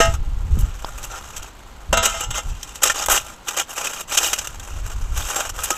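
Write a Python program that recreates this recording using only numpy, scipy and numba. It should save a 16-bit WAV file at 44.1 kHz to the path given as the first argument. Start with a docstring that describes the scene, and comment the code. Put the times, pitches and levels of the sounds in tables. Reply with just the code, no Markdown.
"""A steel sand scoop clanks down on a pebble beach, then is driven in, levered to and fro and lifted out.
In the open its basket rings like a dull bell. Buried, it is muffled by the gravel, and stones crunch
and grate along the steel in short slips. Wind buffets the microphone, and the sea is a faint,
steady wash behind."""
import sys
import numpy as np
from scipy import signal
from scipy.fft import rfft, irfft, next_fast_len
from scipy.io import wavfile
from scipy.ndimage import uniform_filter1d
from numba import njit

SR = 44100
rng = np.random.default_rng(int(sys.argv[2]) if len(sys.argv) > 2 else 0)


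def dump_mix(stems):
    """Bounce the given channels to the path in sys.argv[1] as a 16-bit WAV at rate SR."""
    frames = np.atleast_2d(stems).T  # one column per channel
    limited = np.clip(frames, -1, 1)  # hard clip at full scale
    pcm = np.round(limited * 32767).astype(np.int16)
    wavfile.write(sys.argv[1], SR, pcm)


N = 254456
TIME = np.arange(N) / SR

# Hard blows on the basket: start_s, strength_db, place (0 is the side, 1 is the lip)
BASKET_BLOWS = [(0.003, -0.5, 0), (0.048, -15, 0.047), (1.929, -3, 0.85), (1.972, -0.5, 0.86),
                (2.057, -10, 1), (2.141, -15, 0.4), (2.208, -27, 0.67), (2.899, -17, 0.46),
                (3.086, -12, 0.87), (3.176, -17, 0.16), (5.408, -20, 0.12)]
# The tone of stones on steel: pitch_hz, level_db
CRUNCH_SPECTRUM = [(200, -11), (320, -9), (460, -5.5), (800, -2), (1100, -4), (1350, 2.5), (2000, -11),
                   (2700, -2.5), (3750, -8), (4250, -15), (6300, -1.5), (7800, -2), (9700, -20.5),
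                   (11800, -15.5), (15000, -23)]


def basket(force, rub_low_db=-21.0, rub_high_db=-17.0):
    """The steel rings at its own pitches when rubbed or struck; gravel against it shortens the ring."""
    # The basket's tones: pitch_hz, fade_s (time to fall 60 dB in the open), side_db, lip_db, rubbed_db
    tones = [(220, 0.36, -33, -25, -24), (492, 0.36, -36, -27, -9), (665, 0.36, -10, -16, -11),
             (780, 0.3, -32, -32, -1), (850, 0.36, -18, -28, -4), (969, 0.36, -30, -20, -8),
             (1274, 0.36, -11.5, -23, 3), (1338, 0.36, -23.5, -20, 0), (1415, 0.28, -32.5, -23, -1),
             (1540, 0.28, -29.5, -22, -8), (1614, 0.28, -15.5, -37, -10), (1770, 0.28, -31.5, -48, -10),
             (1835, 0.28, -18.5, -46, -15), (1884, 0.28, -20.5, -45, -16), (2095, 0.28, -21.5, -28, -8),
             (2735, 0.24, -18.5, -19, -7), (2884, 0.24, -18.5, -25, -4), (3030, 0.24, -22.5, -37, -6),
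             (3192, 0.24, -30.5, -22, -6), (3512, 0.24, -40.5, -24, -6), (3650, 0.24, -29.5, -38, -14),
             (3838, 0.24, -45, -24, -11), (3951, 0.24, -42, -27, -14), (5350, 0.2, -23, -37, -9),
             (6072, 0.2, -23, -33, -8), (6440, 0.2, -21, -22, -5), (6841, 0.2, -35, -28, -6),
             (7265, 0.2, -30, -25, -4), (7480, 0.2, -24, -31, -5), (7750, 0.2, -30, -21, -6)]
    # Gravel muffles the walls, bare steel sings out: time_s, extra_fade_db_per_s, rubbed_ring_db
    gravel_load = [(0.07, 6, 3), (0.16, 495, 4), (1.82, 500, -7.5), (1.92, 25, 2.5), (2.36, 130, 10),
                   (2.5, 688, -1), (2.95, 1000, 3.5), (4.9, 900, -5.5), (5.77, 397, -4.5)]
    extra_fade, ring_db = in_time(gravel_load)
    damping = from_db(-np.maximum(extra_fade, 0) / SR)
    rub_low = force[0] * from_db(rub_low_db + ring_db)
    rub_high = force[1] * from_db(rub_high_db + ring_db)
    start_s, strength_db, place = np.transpose(BASKET_BLOWS)
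    hits = (start_s * SR).astype(int)
    out = np.zeros(N)
    for k, (pitch_hz, fade_s, side_db, lip_db, rubbed_db) in enumerate(tones):
        keep = from_db(-60 / (fade_s * SR)) * damping
        rub = rub_low if pitch_hz < 2000 else rub_high
        # the square root keeps a rubbed tone equally loud however fast it fades
        drive = rub * from_db(rubbed_db) * np.sqrt(2 * (1 - keep ** 2))
        drive[hits] += from_db(strength_db + (1 - place) * side_db + place * lip_db)
        out += (-1) ** k * resonate(drive, 2 * np.pi * pitch_hz / SR, keep)
    return out


@njit
def resonate(drive, turn, keep):
    """One ringing tone: each sample, its swing turns by a set angle and keeps a share of its size."""
    out, swing, spin = np.zeros(len(drive)), 0j, np.exp(1j * turn)
    for i in range(len(drive)):
        swing = swing * spin * keep[i] + drive[i]
        out[i] = swing.imag
    return out


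def clang(level_db=-24.5, fade_s=0.35):
    """Each blow also wakes many weak tones between the main ones: a rough wash that dies quickly."""
    power = np.zeros(N)
    for start_s, strength_db, _ in BASKET_BLOWS:
        age = TIME - start_s
        power += (age >= 0) * from_db(strength_db - 60 * np.clip(age / fade_s, 0, 3)) ** 2
    wash = coloured(rng.standard_normal(N), CRUNCH_SPECTRUM, low_hz=280, high_hz=5370)
    return from_db(level_db) * np.sqrt(power) * wash


def knocks():
    """Single thumps, knocks and clinks, each one tone that starts at once and soon fades."""
    # One knock a row: start_s, level_db, pitch_hz, fade_s (time to fall 60 dB)
    hits = [(0.003, -5.5, 483, 0.043), (0.572, -13, 190, 0.045), (0.846, -10, 940, 0.009),
            (0.846, -19, 3340, 0.006), (0.849, -19, 5000, 0.005), (1.9295, -6.5, 562, 0.042),
            (2.837, -10, 7470, 0.04), (2.900, -12, 1800, 0.055), (3.086, -14, 810, 0.027),
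            (3.177, -13.5, 2800, 0.029), (3.872, -13, 2550, 0.025), (5.362, -19, 7560, 0.12),
            (5.363, -30.5, 355, 0.08), (5.364, -21, 784, 0.15), (5.408, -24, 794, 0.12),
            (5.589, -23, 1270, 0.1), (5.710, -19, 1268, 0.18), (5.713, -22.5, 360, 0.05)]
    out = np.zeros(N)
    for start_s, level_db, pitch_hz, fade_s in hits:
        age = np.clip(TIME - start_s, 0, 1)
        loudness = from_db(level_db - np.minimum(60 * age / fade_s, 200))
        out += loudness * np.sin(2 * np.pi * pitch_hz * age)
    return out


def friction(stroke_gain_db=-0.9, slip_gain_db=0.5, catch_s=0.001, sag_db=2.5):
    """How hard the gravel rubs in the lows, highs and top: drags plus slips that catch and settle."""
    # The scoop pushes through gravel: start_s, length_s, level_db, extra_lows_db, extra_top_db
    strokes = [(0.006, 0.05, -26, -1, -9), (0.07, 0.055, -39, 0, -6), (0.45, 0.63, -46, 7, -3),
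               (1.09, 0.09, -36.5, 8, -7), (1.167, 0.33, -45, 8, -4), (2.024, 0.044, -18, 2, -6),
               (2.04, 0.2, -33.5, 0, -9), (2.25, 0.54, -45, 2, -5), (2.338, 0.052, -27.5, 2, -6),
               (2.812, 0.096, -23.5, 1, -7), (2.938, 0.092, -25, 2, -7), (3.087, 0.092, -20.5, 1, -2),
               (3.168, 0.17, -42.5, 5, -2), (3.45, 0.145, -35.5, 6, -2), (3.564, 0.04, -21.5, 1, -5.5),
               (3.66, 0.25, -38.5, 4, 1), (3.755, 0.145, -29.5, 3, -8), (3.913, 0.098, -33, 3, -2),
               (4.07, 0.24, -27.5, 1, -4), (4.222, 0.05, -21, -1, -1), (4.319, 0.13, -34.5, 2, -3),
               (4.35, 0.79, -44.5, 5, -4), (5.135, 0.16, -30.5, 1, -2), (5.262, 0.21, -30.5, 5, -4),
               (5.53, 0.24, -33, 5, -2)]
    # A stone gives way and jolts the steel: start_s, length_s, level_db, extra_lows_db, extra_top_db
    slips = [(0.002, 0.006, -13, 3, -8), (0.136, 0.02, -34, 5, -5), (0.587, 0.025, -39, -8, 9),
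             (0.977, 0.01, -33, 2, 2), (1.029, 0.025, -33.5, 1, 0), (1.362, 0.019, -33, -11, -3),
             (1.428, 0.004, -31.5, -6, -4), (1.928, 0.005, -12.5, 7, -5), (1.937, 0.007, -21, 10, -8),
             (1.971, 0.008, -21, -3, 0), (2.055, 0.009, -14.5, -12, -2), (2.206, 0.007, -22.5, 3, -1),
             (2.237, 0.007, -28.5, 1, -6), (2.305, 0.009, -24.5, -1, -5), (2.63, 0.005, -23, -10, -3),
             (2.757, 0.004, -29.5, -2, -4), (2.833, 0.008, -14.5, -4, 3), (2.853, 0.012, -13.5, -2, -5),
             (2.898, 0.01, -16.5, 0, -14), (2.963, 0.012, -24, 2, -8), (2.989, 0.003, -19, -2, -2),
             (3.06, 0.004, -25, 0, 7), (3.085, 0.002, -19, 9, -6), (3.098, 0.03, -17, 2, 4),
             (3.482, 0.009, -23, -4, -7), (3.778, 0.012, -29, 2, -2), (3.853, 0.01, -24, 3, -9),
             (3.868, 0.006, -20, -3, -1), (4.006, 0.007, -27, -6, 2), (4.171, 0.016, -10.5, -4, -3),
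             (4.23, 0.006, -20, 2, -3), (4.331, 0.007, -12, -4, -3), (4.386, 0.006, -19.5, -8, -8),
             (4.472, 0.003, -27, -7, -2), (4.597, 0.003, -33, -1, -7), (5.289, 0.011, -27, -3, -2),
             (5.359, 0.014, -24.5, 1, 0), (5.404, 0.005, -20.5, 5, -5), (5.492, 0.01, -26.5, 1, -3),
             (5.588, 0.004, -24.5, 7, -7), (5.634, 0.022, -23.5, -15, 5), (5.704, 0.014, -19.5, 0, -3)]
    drag = three_ranges(-57, 10.5, 0) ** 2  # faint rubbing even at rest
    for start_s, length_s, level_db, lows_db, top_db in strokes:
        shape = swell(start_s, length_s, rise_s=0.19 * length_s, fade_s=0.1)
        drag = drag + (three_ranges(stroke_gain_db + level_db, lows_db, top_db) * shape) ** 2
    power = drag * (1 + three_ranges(0, -10, 0) ** 2 * small_slips())
    for start_s, length_s, level_db, lows_db, top_db in slips:
        rise_s = catch_s + 0.18 * length_s  # a long slip catches more slowly
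        shape = swell(start_s - catch_s, length_s + catch_s, rise_s, fade_s=0.019)
        sag = from_db(-sag_db * np.clip((TIME - start_s) / length_s, 0, 1))
        power += (three_ranges(slip_gain_db + level_db, lows_db, top_db) * shape * sag) ** 2
    return np.sqrt(power)


def small_slips(per_s=22, ease_s=0.004, level_db=3, spread_db=2.0):
    """Small chance slips add power in proportion to the drag; each catches at once and eases off."""
    happens = rng.random(N) < per_s / SR
    size_db = level_db + spread_db * np.clip(rng.standard_normal(N), -2, 2)
    jolts = happens * from_db(size_db) ** 2
    return signal.lfilter([1], [1, -np.exp(-1 / (ease_s * SR))], jolts + 1e-18)


def grains(strength, spread_db=3.0, judder_db=2.5, judder_per_s=170):
    """Tiny stone contacts, more of them under more force, bunched as the stones stick and slip."""
    contacts_per_s = 9000 * np.sqrt(strength[1] / from_db(-25.5))
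    chance = np.clip(contacts_per_s / SR, 0.08, 1)
    sizes = from_db(spread_db * np.minimum(rng.exponential(1, N), 4)) * rng.choice([-1, 1], N)
    clicks = (rng.random(N) < chance) * sizes / np.sqrt(chance)
    shared_judder = 1.1 * drift(judder_per_s)
    range_judder = 0.53 * np.array([drift(judder_per_s) for _ in strength])
    clicks = clicks * from_db(judder_db * (shared_judder + range_judder))
    return clicks / np.std(clicks, axis=1, keepdims=True)


def pebbles(strength, count=1100, fade_cycles=45, spread_db=2.5, lowest_hz=2300, highest_hz=14000):
    """Pebbles flicked aside click, each at its own pitch, as hard as the rubbing is at that moment."""
    out, age = np.zeros((3, N + 2000)), TIME[:2000]
    for when, pitch, size in rng.random((count, 3)):
        at = int(when * N)
        pitch_hz = lowest_hz * (highest_hz / lowest_hz) ** pitch
        band = 1 if pitch_hz < 9500 else 2  # the highs or the top
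        height = strength[band, at] * from_db(-2.5 + spread_db * min(-np.log(1 - size), 3.5))
        fade = from_db(-60 * np.minimum(age * pitch_hz / fade_cycles, 3))
        out[band, at:at + 2000] += height * np.sin(2 * np.pi * pitch_hz * age) * fade
    return out[:, :N]


def crunch(force, low_db=-5.5, high_db=-0.86, top_db=-5.8):
    """Stones grate on the scoop: hollow lows, plus gritty highs and a sandy top that both shimmer."""
    low = from_db(low_db) * coloured(force[0], CRUNCH_SPECTRUM, low_hz=231, high_hz=1990)
    high = from_db(high_db) * coloured(force[1], CRUNCH_SPECTRUM, low_hz=1770, high_hz=9240)
    top = from_db(top_db) * coloured(force[2], CRUNCH_SPECTRUM, low_hz=9800, high_hz=15400)
    return low + shimmer(high + top)


def shimmer(sound, fade_s=0.06, ring_db=-7.5):
    """Steel full of holes has many close, high tones: they add a short ring without adding power."""
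    age = TIME[:6000]
    tail = rng.standard_normal(len(age)) * from_db(-60 * age / fade_s)
    ringing = signal.fftconvolve(sound, tail / np.linalg.norm(tail))[:N]
    share = from_db(ring_db)
    return (sound + share * ringing) / np.sqrt(1 + share ** 2)


def wind(evenness=0.85):
    """Air swirls at the microphone: a low rumble that follows the breeze and the gusts."""
    # The breeze between gusts: time_s, level_db
    breeze = [(0, -20), (1.5, -45), (2.15, -33.5), (2.75, -43.5), (3.15, -38), (3.55, -54.5), (4.1, -45.5),
              (4.6, -37.5), (5.77, -44)]
    # Gusts on the microphone: start_s, length_s, level_db
    gusts = [(0.0, 0.47, -23), (0.023, 0.036, -13), (0.479, 0.16, -14), (0.666, 0.43, -35.5),
             (1.362, 0.04, -30), (1.87, 0.12, -23), (2.258, 0.054, -23), (2.44, 0.082, -22.5),
             (3.066, 0.057, -28), (4.53, 0.04, -30), (4.69, 0.21, -26), (4.93, 0.3, -22.5),
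             (5.457, 0.17, -33)]
    # The tone of the rumble: pitch_hz, level_db
    rumble_spectrum = [(15, -1), (28, 2), (52, -1), (75, -7.5), (105, -13.5), (160, -24.5), (250, -34.5),
                       (500, -43.5), (1200, -86)]
    breeze_db, = in_time(breeze)
    power = from_db(breeze_db) ** 2
    for start_s, length_s, level_db in gusts:
        power += (from_db(level_db) * swell(start_s, length_s, rise_s=0.032, fade_s=0.25)) ** 2
    rumble = coloured(rng.standard_normal(N), rumble_spectrum)
    lumps = np.sqrt(uniform_filter1d(rumble ** 2, size=4000) + 1e-9)
    return np.sqrt(power) * rumble / lumps ** evenness  # evens out most of the noise's own swells


def sea(level_db=-46.5):
    """The far-off sea is a faint, steady wash of noise."""
    # The tone of the wash: pitch_hz, level_db
    wash_spectrum = [(150, 1), (300, -2), (600, -6), (1000, -0.5), (1400, -13), (2000, -10), (3000, -11.5),
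                     (4300, -14.5), (6500, -26), (9500, -30), (15000, -36)]
    return from_db(level_db) * coloured(rng.standard_normal(N), wash_spectrum)


def from_db(db):
    """Turn decibels into a number to multiply by."""
    return 10 ** (np.asarray(db) / 20)


def three_ranges(level_db, lows_db, top_db):
    """Gains for the lows, highs and top, one a row; lows_db and top_db are added to level_db."""
    return from_db(level_db + np.array([[lows_db], [0], [top_db]]))


def swell(start_s, length_s, rise_s, fade_s):
    """A level that rises, holds until length_s is over, then falls 60 dB in fade_s."""
    age = TIME - start_s
    return np.clip(age / rise_s, 0, 1) * from_db(-60 * np.clip((age - length_s) / fade_s, 0, 3))


def in_time(rows):
    """Join a table's timed points with straight lines, giving one curve for each column of values."""
    time_s, *columns = np.transpose(rows)
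    return [np.interp(TIME, time_s, column) for column in columns]


def drift(per_s):
    """A random wander, about 1 in size, that heads for a new value per_s times a second."""
    points = rng.standard_normal(N)
    return np.interp(TIME * per_s, np.arange(N), points) * np.sqrt(3 / 2)


def coloured(sound, spectrum, low_hz=5, high_hz=20000):
    """Give a sound the tone of a spectrum between two soft edges; white noise keeps its power."""
    size = next_fast_len(N + 4096)
    hz = np.maximum(np.arange(size // 2 + 1) * SR / size, 1)
    pitch_hz, level_db = np.transpose(spectrum)
    gain = from_db(np.interp(np.log(hz), np.log(pitch_hz), level_db))
    gain = gain / (1 + (low_hz / hz) ** 8) / (1 + (hz / high_hz) ** 8)
    return irfft(rfft(sound, size) * gain / np.sqrt(np.mean(gain ** 2)), size)[:N]


def scene():
    """Scoop and gravel close by, wind on the microphone, the sea far off."""
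    strength = friction()
    force = strength * grains(strength)
    scoop = crunch(force + pebbles(strength)) + basket(force) + clang() + knocks()
    return (scoop + wind() + sea())[None]


def record(dry):
    """The tallest peaks are rounded off and the very highest treble is cut."""
    ceiling, cutoff_hz = 1.2, 15500
    rounded = ceiling * np.tanh(dry / ceiling)
    treble_cut = signal.ellip(10, 0.3, 90, cutoff_hz, fs=SR, output="sos")
    return signal.sosfilt(treble_cut, rounded)


dry = scene()
out = record(dry)
dump_mix(out)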